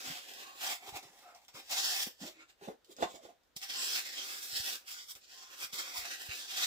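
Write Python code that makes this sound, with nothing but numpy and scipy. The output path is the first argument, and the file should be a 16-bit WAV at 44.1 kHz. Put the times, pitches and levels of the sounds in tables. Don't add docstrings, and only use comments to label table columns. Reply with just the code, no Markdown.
import sys
import numpy as np
from scipy import signal
from scipy.fft import rfft, irfft
from scipy.io import wavfile
from scipy.ndimage import map_coordinates

SR = 44100
rng = np.random.default_rng(int(sys.argv[2]) if len(sys.argv) > 2 else 0)


def waveform_to_disk(signal):
    frames = np.transpose(np.atleast_2d(signal))
    scaled = np.clip(frames, -1, 1) * 32767
    samples = np.round(scaled).astype(np.int16)
    wavfile.write(sys.argv[1], SR, samples)


N = 293919

# (time [s], delay of left behind right [ms], left minus right [dB])
HAND_PLACES = [(0, 0.33, -.5), (.75, 0.2, -2), (1.25, 0.087, -1), (1.8, 0.178, 0), (2.3, 0.17, -1.5),
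               (2.8, 0.39, -1.5), (3.2, 0.34, -3.5), (3.7, 0.2, -1), (4.5, 0.27, -2), (5.5, 0.24, -1.5),
               (6.66, 0.22, -1.5)]
# (frequency [Hz], relative level per Hz [dB])
HUSH_COLOR = [(18, -37), (30, 10.5), (161, -3.5), (303, 0.5), (554, 2.5), (1160, -4), (1430, -1),
              (2750, -8), (3490, -5), (7470, -14), (10800, -22), (14800, -15), (16000, -12)]
HUSH_DB = -74
# (full grip reached [s], rise [s], hold [s], fall [s], foam hiss [dB],
# dull skin drag against hiss [dB], fine fizz against hiss [dB], box walls [dB], box cavity [dB])
HAND_STROKES = [ (0.079, 0.29, 0.037, 0.26, -44.5, -3, -6, -53, -57.5),
                (0.287, 0.066, 0.0091, 0.17, -52, -4.5, -4.5, -58, -61.5),
                (0.413, 0.16, .015, 0.13, -52.5, -2.5, -6, -58.5, -62.5),
                (0.472, 0.047, 0.041, .1, -59, 1, -6.5, -60, -67),
                (0.551, .02, 0.009, .03, -63, -2, -4, -65, -65.5),
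                (0.631, 0.091, 0.1, 0.059, -40.5, -4, -4.5, -49, -60),
                (0.834, 0.051, 0.0167, 0.045, -56.5, 0.5, -3, -54, -63),
                (0.887, .08, 0.0083, 0.025, -49.5, 0, -5, -51.5, -61),
                (0.964, 0.063, 0.011, 0.034, -46, 0.5, -4.5, -45.5, -54.5),
                (1.034, .04, .01, 0.16, -58.5, -2, -6, -60.5, -60.5),
                (1.188, 0.19, 0.011, 0.21, -65, -2.5, -1.5, -65.5, -71.5),
                (1.238, 0.041, .07, .04, -68, 0.5, -7, -63.5, -72),
                (1.35, .02, .02, 0.074, -65.5, -1, -5, -61, -73),
                (1.423, 0.04, 0.023, .015, -71, -2, -3, -68, -82),
                (1.485, 0.009, 0.0038, 0.049, -61.5, 0.5, -23, -63, -85),
                (1.548, 0.023, 0.04, 0.091, -53.5, -1, -6, -58.5, -61.5),
                (1.711, 0.046, 0.081, .05, -42, -4.5, -5, -50.5, -62.5),
                (1.782, 0.11, 0.14, 0.17, -35.5, -9.5, -8, -51.5, -61),
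                (1.974, .12, 0.056, 0.044, -36.5, -6.5, -3.5, -52.5, -60.5),
                (2.065, 0.014, 0.005, 0.058, -50, 0, 0.5, -59, -51.5),
                (2.213, 0.028, 0.064, 0.066, -49, -5.5, -7.5, -60.5, -56.5),
                (2.421, 0.14, 0.0096, .03, -62, 5.5, -16, -69, -67),
                (2.499, 0.049, .005, 0.044, -65, -0.5, -9, -74, -76),
                (2.636, 0.06, 0.025, 0.056, -62.5, 0.5, -5, -62, -64),
                (2.677, 0.016, 0.006, 0.069, -63, -14, -4, -64, -43),
                (2.923, 0.067, .006, 0.025, -59, -12, -3.5, -72, -62),
                (2.97, .02, .01, 0.053, -63.5, -2, -18, -74, -72),
                (3.005, 0.036, 0.011, 0.022, -52.5, -6, -7, -51, -41),
                (3.023, 0.0047, 0.012, 0.035, -44, 4, -13, -36, -36),
                (3.103, 0.14, 0.061, .045, -56, -13, -10.5, -62, -56.5),
                (3.238, 0.053, 0.013, 0.087, -60.5, -6.5, -9, -72, -54),
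                (3.292, .04, 0.0069, 0.037, -70, -2, -5, -63, -61),
                (3.567, .008, 0.0033, 0.014, -44, -11.5, -1.5, -62.5, -63.5),
                (3.629, 0.032, 0.011, 0.069, -44.5, -3.5, -6.5, -59.5, -68),
                (3.699, 0.035, 0.12, .1, -43, -4.5, -9, -61.5, -60.5),
                (3.831, 0.1, 0.11, 0.11, -39, -7.5, -6, -59, -59),
                (3.973, 0.058, 0.019, 0.0485, -38.5, -2.5, -4, -55, -61.5),
                (4.058, 0.13, 0.0182, 0.42, -44.5, -3.5, -8, -63.5, -61.5),
                (4.198, 0.15, 0.019, .1, -46.5, -4.5, -13, -68, -65),
                (4.261, 0.18, 0.069, 0.47, -45, -4.5, -4.5, -66.5, -63),
                (4.435, .1, 0.0074, 0.14, -49, -15, 2, -81, -85),
                (4.57, 0.21, 0.021, 0.087, -40.5, -10.5, -5, -61, -60.5),
                (4.672, .15, 0.022, 0.091, -40, -4, -3, -55.5, -60),
                (4.735, 0.073, 0.022, 0.033, -43, -5.5, -4.5, -72, -63.5),
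                (4.814, .04, 0.047, .04, -73, 6, -7, -75, -78),
                (4.88, 0.034, 0.043, 0.14, -48, -6, -4, -70, -79),
                (4.97, .08, 0.043, 0.1, -50.5, -11.5, -10, -74, -74),
                (5.098, .06, 0.022, 0.019, -50.5, -9.5, -1, -76, -90),
                (5.16, .015, 0.0098, .028, -61, 3, 3, -68, -66),
                (5.245, 0.1, .008, .02, -58.5, -12, -13, -92, -96),
                (5.308, .1, 0.13, 0.13, -54.5, -7, -11, -69.5, -75),
                (5.534, 0.12, 0.013, 0.085, -53.5, 0, -6, -67, -68),
                (5.628, 0.074, 0.019, 0.036, -42, -3.5, -2.5, -60, -61),
                (5.69, .03, .025, .02, -67, 0, -7, -77, -76.5),
                (5.73, .013, 0.033, .1, -44, -6.5, -4, -63, -58.5),
                (5.79, 0.077, 0.01, 0.057, -38.5, -6.5, -7, -56, -57.5),
                (5.843, .05, 0.037, 0.307, -47, -3.5, -9, -61, -60.5),
                (5.974, 0.081, .006, 0.088, -39.5, -4, -3.5, -57, -70),
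                (6.017, .05, .04, 0.065, -54, 7.5, -5, -65, -66),
                (6.117, 0.22, 0.016, 0.076, -43, -2, -6.5, -56, -58.5),
                (6.195, .04, 0.074, 0.045, -50.5, -3, -4, -59, -66),
                (6.295, 0.025, 0.021, 0.16, -48.5, 3.5, -11, -59.5, -61.5),
                (6.357, 0.12, 0.0089, 0.17, -46, -8, -3, -72, -63),
                (6.452, 0.46, 0.044, .1, -48.5, -20, -20, -65, -69),
                (6.591, .18, 0.024, 0.12, -37, -3, -7.5, -53, -60.5),
                (6.643, .06, .008, .02, -35.5, -5, -10, -60, -66)]
EDGE_DB = 23.5
SLIPS_PER_S = 9000
# (frequency [Hz], width [Hz], relative level [dB])
LOWER_FOAM_RING = [(3273, 350, 3), (3720, 660, 2), (6990, 1100, 1.5), (7793, 610, -5)]
UPPER_FOAM_RING = [(4585, 430, 0.63), (4710, 118, 0), (5100, 480, 1.9), (5655, 700, 2.35)]
SKIN_DRAG = [(1284, 410, -4.5), (1772, 946, 0.5), (2090, 390, -0.25), (2644, 570, -7.5)]
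FINE_FIZZ = [(8260, 880, -3), (10520, 2200, -2.74), (12700, 2560, -1.15), (15770, 900, -1.46)]
# (time [s], share [dB])
UPPER_RING_SHARE = [(0, -4), (.6, -5), (1.2, -4.5), (1.7, -3), (1.9, -2.5), (2.25, -2.5), (2.4, -7),
                    (2.7, -5.5), (3.1, -7), (3.6, -2.5), (4.4, -2.5), (5.2, -2), (5.8, -3), (6.1, -2.5),
                    (6.66, -5)]
# (frequency [Hz], relative level [dB], time to die by 60 dB [s])
BOX_MODES = [(60.4, -12, 0.2), (190, -17, 0.094), (336, -10.5, 0.26), (400, 1, 0.1), (511, 10, 0.052),
             (574.6, 9, 0.043), (715, 11.5, 0.095), (781, 14.5, 0.077), (910, 6, 0.058), (1016, -11, 0.11),
             (1430, -1.5, 0.095), (1915, -2, 0.028), (3542, -9.5, 0.11), (5100, -8, 0.017),
             (7240, -27, .06)]
# (start [s], length [s], pitch [Hz], level [dB])
BRIEF_SQUEAKS = [(0.015, .14, 264, -57.5), (0.338, 0.27, 1098, -57.5), (0.62, 0.16, 792, -51.5),
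                 (0.873, 0.033, 385, -55), (0.93, 0.043, 815, -52), (1.222, 0.18, 712, -59),
                 (1.191, 0.19, 1303, -62), (2.201, 0.069, 256, -49.5), (2.223, 0.1, 610, -56.5),
                 (2.204, 0.13, 366, -59), (2.326, .13, 322, -67.5), (2.377, 0.082, 1380, -64),
                 (2.378, 0.049, 2250, -59), (2.612, 0.056, 403, -50.5), (2.619, 0.045, 850, -66),
                 (2.69, 0.04, 436, -46), (2.693, 0.044, 840, -71), (2.882, 0.05, 365, -54),
                 (3.029, 0.062, 1072, -49), (3.033, 0.016, 7200, -53), (3.138, 0.083, 670, -58),
                 (3.277, 0.047, 693, -55.5), (3.328, 0.035, 687, -71.5), (3.7, 0.22, 1045, -59),
                 (3.75, .15, 7620, -42.5), (3.92, 0.076, 4340, -45), (4.151, 0.088, 3220, -44),
                 (4.62, 0.086, 3410, -48), (4.925, 0.09, 1476, -60), (5.272, 0.36, 1055, -67.5),
                 (5.604, 0.04, 2420, -45.5), (5.939, 0.038, 994, -48.5), (6.034, 0.056, 685, -56),
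                 (6.537, 0.127, 732, -54)]
SQUEAK_WIDTH_HZ, SQUEAK_WIDTH_SHARE = 9.2, 0.021
# (time [s], level [dB], pitch [Hz], swell [s])
SOFT_THUMPS = [(0.071, -58, 124, 0.005), (0.098, -47.5, 162, 0.0057), (0.884, -61, 99.6, 0.0042),
               (0.925, -50, 108, 0.0021), (0.944, -52, 99.6, 0.0042), (1.05, -60, 144, 0.0035),
               (1.094, -69, 178, 0.0046), (1.544, -56, 139, 0.0034), (2.07, -43, 228.5, 0.0024),
               (2.211, -49, 190, 0.0084), (2.242, -51.5, 183, 0.005), (2.62, -58, 183, 0.0043),
               (2.681, -43, 206, 0.0042), (3.01, -52, 216, 0.0034), (3.025, -47.5, 173, 0.0022),
               (3.051, -51, 200, 0.0049), (3.562, -51.5, 172, 0.0026), (4.527, -57, 112, 0.0042),
               (4.599, -44.5, 81.4, 0.0021), (5.155, -60, 62.5, 0.0017), (5.63, -65, 133, 0.0084),
               (5.732, -51, 200, 0.0014), (5.98, -54, 61.9, 0.0055), (6.019, -60, 51.1, 0.0052),
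               (6.288, -43.5, 85, 0.0038)]
# (time [s], level [dB])
DRY_SNAPS = [(0.337, -39), (1.0306, -47), (1.349, -52), (1.4172, -60), (1.4496, -55), (1.482, -45),
             (1.5403, -55), (2.8462, -54.5), (2.966, -47), (3.121, -48), (3.2316, -58), (3.435, -66),
             (3.475, -72), (3.564, -35), (3.616, -37), (4.8795, -52), (5.1521, -39.5), (5.7308, -33),
             (5.976, -29.5)]
# (time [s], level [dB], cavity tones against level [dB],
# hardness, as treble against level [dB])
BOX_KNOCKS = [(2.068, -41.5, -19, -12), (2.203, -47, -6, -13), (2.239, -38, -16.5, -9),
              (2.613, -47, -6, -5), (2.685, -30, 3, -15.5), (2.986, -42.5, 10, -3), (3.0255, -17, -5, -10),
              (3.03, -14.5, -2.5, -25), (3.142, -46, 14, -12.5), (3.253, -41, -15, -9)]
ROOM_T60_S = 0.15
SCATTER_HZ, SCATTER_DB = 2430, 2
STRAIGHT_TOP_HZ = 5832
CUTOFF_HZ = 15900


def amp(db):
    return 10 ** (np.asarray(db) / 20)


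def rms_one(x):
    return x / np.sqrt(np.mean(x ** 2) + 1e-20)


def in_time(rows):
    s, *columns = np.transpose(rows)
    return [np.interp(np.arange(N) / SR, s, column) for column in columns]


def drift(rate):
    knots = rng.standard_normal(500)
    return np.interp(np.arange(N) / SR * rate, np.arange(len(knots)), knots)


def clicks_at(times, gains):
    out = np.zeros(N)
    np.add.at(out, np.round(np.asarray(times) * SR).astype(int), gains)
    return out


def ring(clicks, hz, t60):
    r = amp(-60 / (t60 * SR))
    w = 2 * np.pi * hz / SR
    return signal.lfilter([0, np.sin(w)], [1, -2 * r * np.cos(w), r * r], clicks + 1e-18)


def steep(x, hz, kind):
    return signal.sosfilt(signal.butter(4, hz, kind, fs=SR, output="sos"), x)


def resonate(x, peaks, patchy_db):
    out = 0
    for k, (hz, width, level_db) in enumerate(peaks):
        r = np.exp(-np.pi * width / SR)
        tone = signal.lfilter([1, 0, -1], [1, -2 * r * np.cos(2 * np.pi * hz / SR), r * r], x)
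        gain = amp(level_db + patchy_db * drift(9.0))
        out = out + (-1) ** k * gain * rms_one(tone)
    return rms_one(out)


def hush():
    hz = np.maximum(np.fft.rfftfreq(N, 1 / SR), 1)
    color_hz, color_db = np.transpose(HUSH_COLOR)
    color = amp(np.interp(np.log(hz), np.log(color_hz), color_db))
    white = rng.standard_normal((3, N))
    ports = white[:2] + 0.67 * white[2]
    return amp(HUSH_DB) * rms_one(irfft(rfft(ports) * color, N))


def stroke_levels():
    t, power = np.arange(0, N / SR + .002, .001), 1e-20
    for s, rise, hold, fall, hiss_db, drag_db, fizz_db, wall_db, cavity_db in HAND_STROKES:
        away = np.maximum(0, np.maximum((s - t) / rise, (t - s - hold) / fall))
        layers_db = np.array([hiss_db, hiss_db + drag_db, hiss_db + fizz_db, wall_db, cavity_db])
        power = power + amp(layers_db[:, None] - EDGE_DB * away) ** 2
    return in_time(np.column_stack([t, *np.sqrt(power)]))


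def slips(spread_db):
    strength = np.minimum(rng.exponential(1, (3, N)), 5)
    sizes = amp(spread_db * strength) * rng.choice([-1, 1], (3, N))
    happens = rng.random((3, N)) < SLIPS_PER_S / SR
    return rms_one(sizes * happens)


def chirps(hail):
    pitches = np.geomspace(1500, 7000, 40) * rng.uniform(.98, 1.02, 40)
    out = 0
    for hz in pitches:
        gate = np.clip(drift(18.0) - .9, 0, .7)
        middle_weight = np.exp(-np.log(hz / 4600) ** 2 / 2.3)
        out = out + gate * rms_one(ring(hail, hz, 390.0 / hz)) * middle_weight
    return rms_one(out)


def rubbing():
    hiss, drag, fizz, wall, hollow = stroke_levels()
    hail = slips(spread_db=3.0) * amp(1.78 * drift(70.0))

    upper = np.clip(amp(in_time(UPPER_RING_SHARE)[0]), 0, .95)
    lower = np.sqrt(1 - upper ** 2)
    foam = lower * resonate(hail, LOWER_FOAM_RING, 1.32) + upper * resonate(hail, UPPER_FOAM_RING, 1.5)
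    foam += amp(-11) * chirps(hail)
    dull = resonate(hail, SKIN_DRAG, 2.42)
    fine = rms_one(steep(resonate(hail, FINE_FIZZ, 0.71), 8400, "high"))
    foam = hiss * foam + drag * dull + fizz * fine

    drum = []
    for hz, level_db, t60 in BOX_MODES[2:10]:
        gain = amp(level_db + 2 * drift(7.6))
        drum.append(gain * ring(hail, hz, 0.39 * t60))
    cavity = rms_one(steep(sum(drum[:3]), 212, "high"))
    walls = rms_one(steep(sum(drum[3:]), 643, "high"))
    return steep(foam, 1120, "high") + wall * walls + hollow * cavity


def squeaks():
    out, friction = np.zeros(N), rng.standard_normal(N)
    for s, length, hz, level_db in BRIEF_SQUEAKS:
        width = SQUEAK_WIDTH_HZ + SQUEAK_WIDTH_SHARE * hz
        t60 = np.log(1000) / (np.pi * width)
        at, size = round(s * SR), round(length * SR)
        tone = ring(np.gradient(friction[at:at + size]), hz, t60)
        out[at:at + size] += amp(level_db) * rms_one(tone) * signal.windows.tukey(size, .7)
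    return out


def thumps():
    out, t = np.zeros(N), np.arange(SR // 5) / SR
    for s, level_db, hz, swell in SOFT_THUMPS:
        envelope = (t / swell) * np.exp(1 - t / swell)
        swing = amp(level_db) * np.sin(2 * np.pi * hz * t) * envelope
        at = round(s * SR)
        out[at:at + len(t)] += swing[:N - at]
    return out


def snaps():
    s, level_db = np.transpose(DRY_SNAPS)
    fade = np.exp(-1 / (0.0015 * SR))
    shape = signal.lfilter([1], [1, -fade], clicks_at(s, amp(level_db)) + 1e-18)
    crackle = resonate(rng.standard_normal(N), LOWER_FOAM_RING + UPPER_FOAM_RING + FINE_FIZZ, 0.41)
    return shape * crackle


def knocks():
    s, level_db, cavity_db, hard_db = np.transpose(BOX_KNOCKS)
    out = np.zeros(N)
    chance_db = rng.normal(0, 2, (len(s), len(BOX_MODES)))
    for k, (hz, mode_db, t60) in enumerate(BOX_MODES):
        if hz < 530:
            reach_db = cavity_db + 1.5
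        elif hz > 1200:
            reach_db = hard_db + 19.5
        else:
            reach_db = 0
        hits = clicks_at(s, amp(level_db + mode_db - 24.0 + chance_db[:, k] + reach_db))
        out += np.sign(530 - hz) * ring(hits, hz, 0.56 * t60)
    return out


def room(x):
    t = np.arange(SR // 2) / SR
    tail = rng.standard_normal((2, len(t))) * amp(-60 * t / ROOM_T60_S) * (t > .002)
    tail = signal.sosfilt(signal.butter(1, 900, "high", fs=SR, output="sos"), tail)
    tail /= np.sqrt(np.sum(tail ** 2, axis=1, keepdims=True))
    return signal.fftconvolve(x[None], tail, axes=1)[:, :N]


def scene():
    lag_ms, pan_db = in_time(HAND_PLACES)
    straight, *faces = rubbing()
    blows = knocks() + snaps() + squeaks()
    hands = signal.lfilter(*signal.butter(1, STRAIGHT_TOP_HZ, fs=SR), straight) + blows
    late = map_coordinates(hands, [np.arange(N) - lag_ms * SR / 1000], order=3)
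    scattered = amp(SCATTER_DB) * signal.lfilter(*signal.butter(1, SCATTER_HZ, "high", fs=SR), faces)
    near = (np.array([late, hands]) + scattered) * amp([pan_db / 2, -pan_db / 2])
    echo = amp(-1.0) * room(blows) + amp(-4) * room(straight)
    low = thumps() * amp([[-2.5], [1.5]])
    return amp(-2.04) * near + echo + low + hush()


def record(dry):
    dry = signal.sosfilt(signal.butter(2, 45, "high", fs=SR, output="sos"), dry)
    return signal.sosfilt(signal.cheby2(14, 70, CUTOFF_HZ + 400, fs=SR, output="sos"), dry)


dry = scene()
out = record(dry)
waveform_to_disk(out)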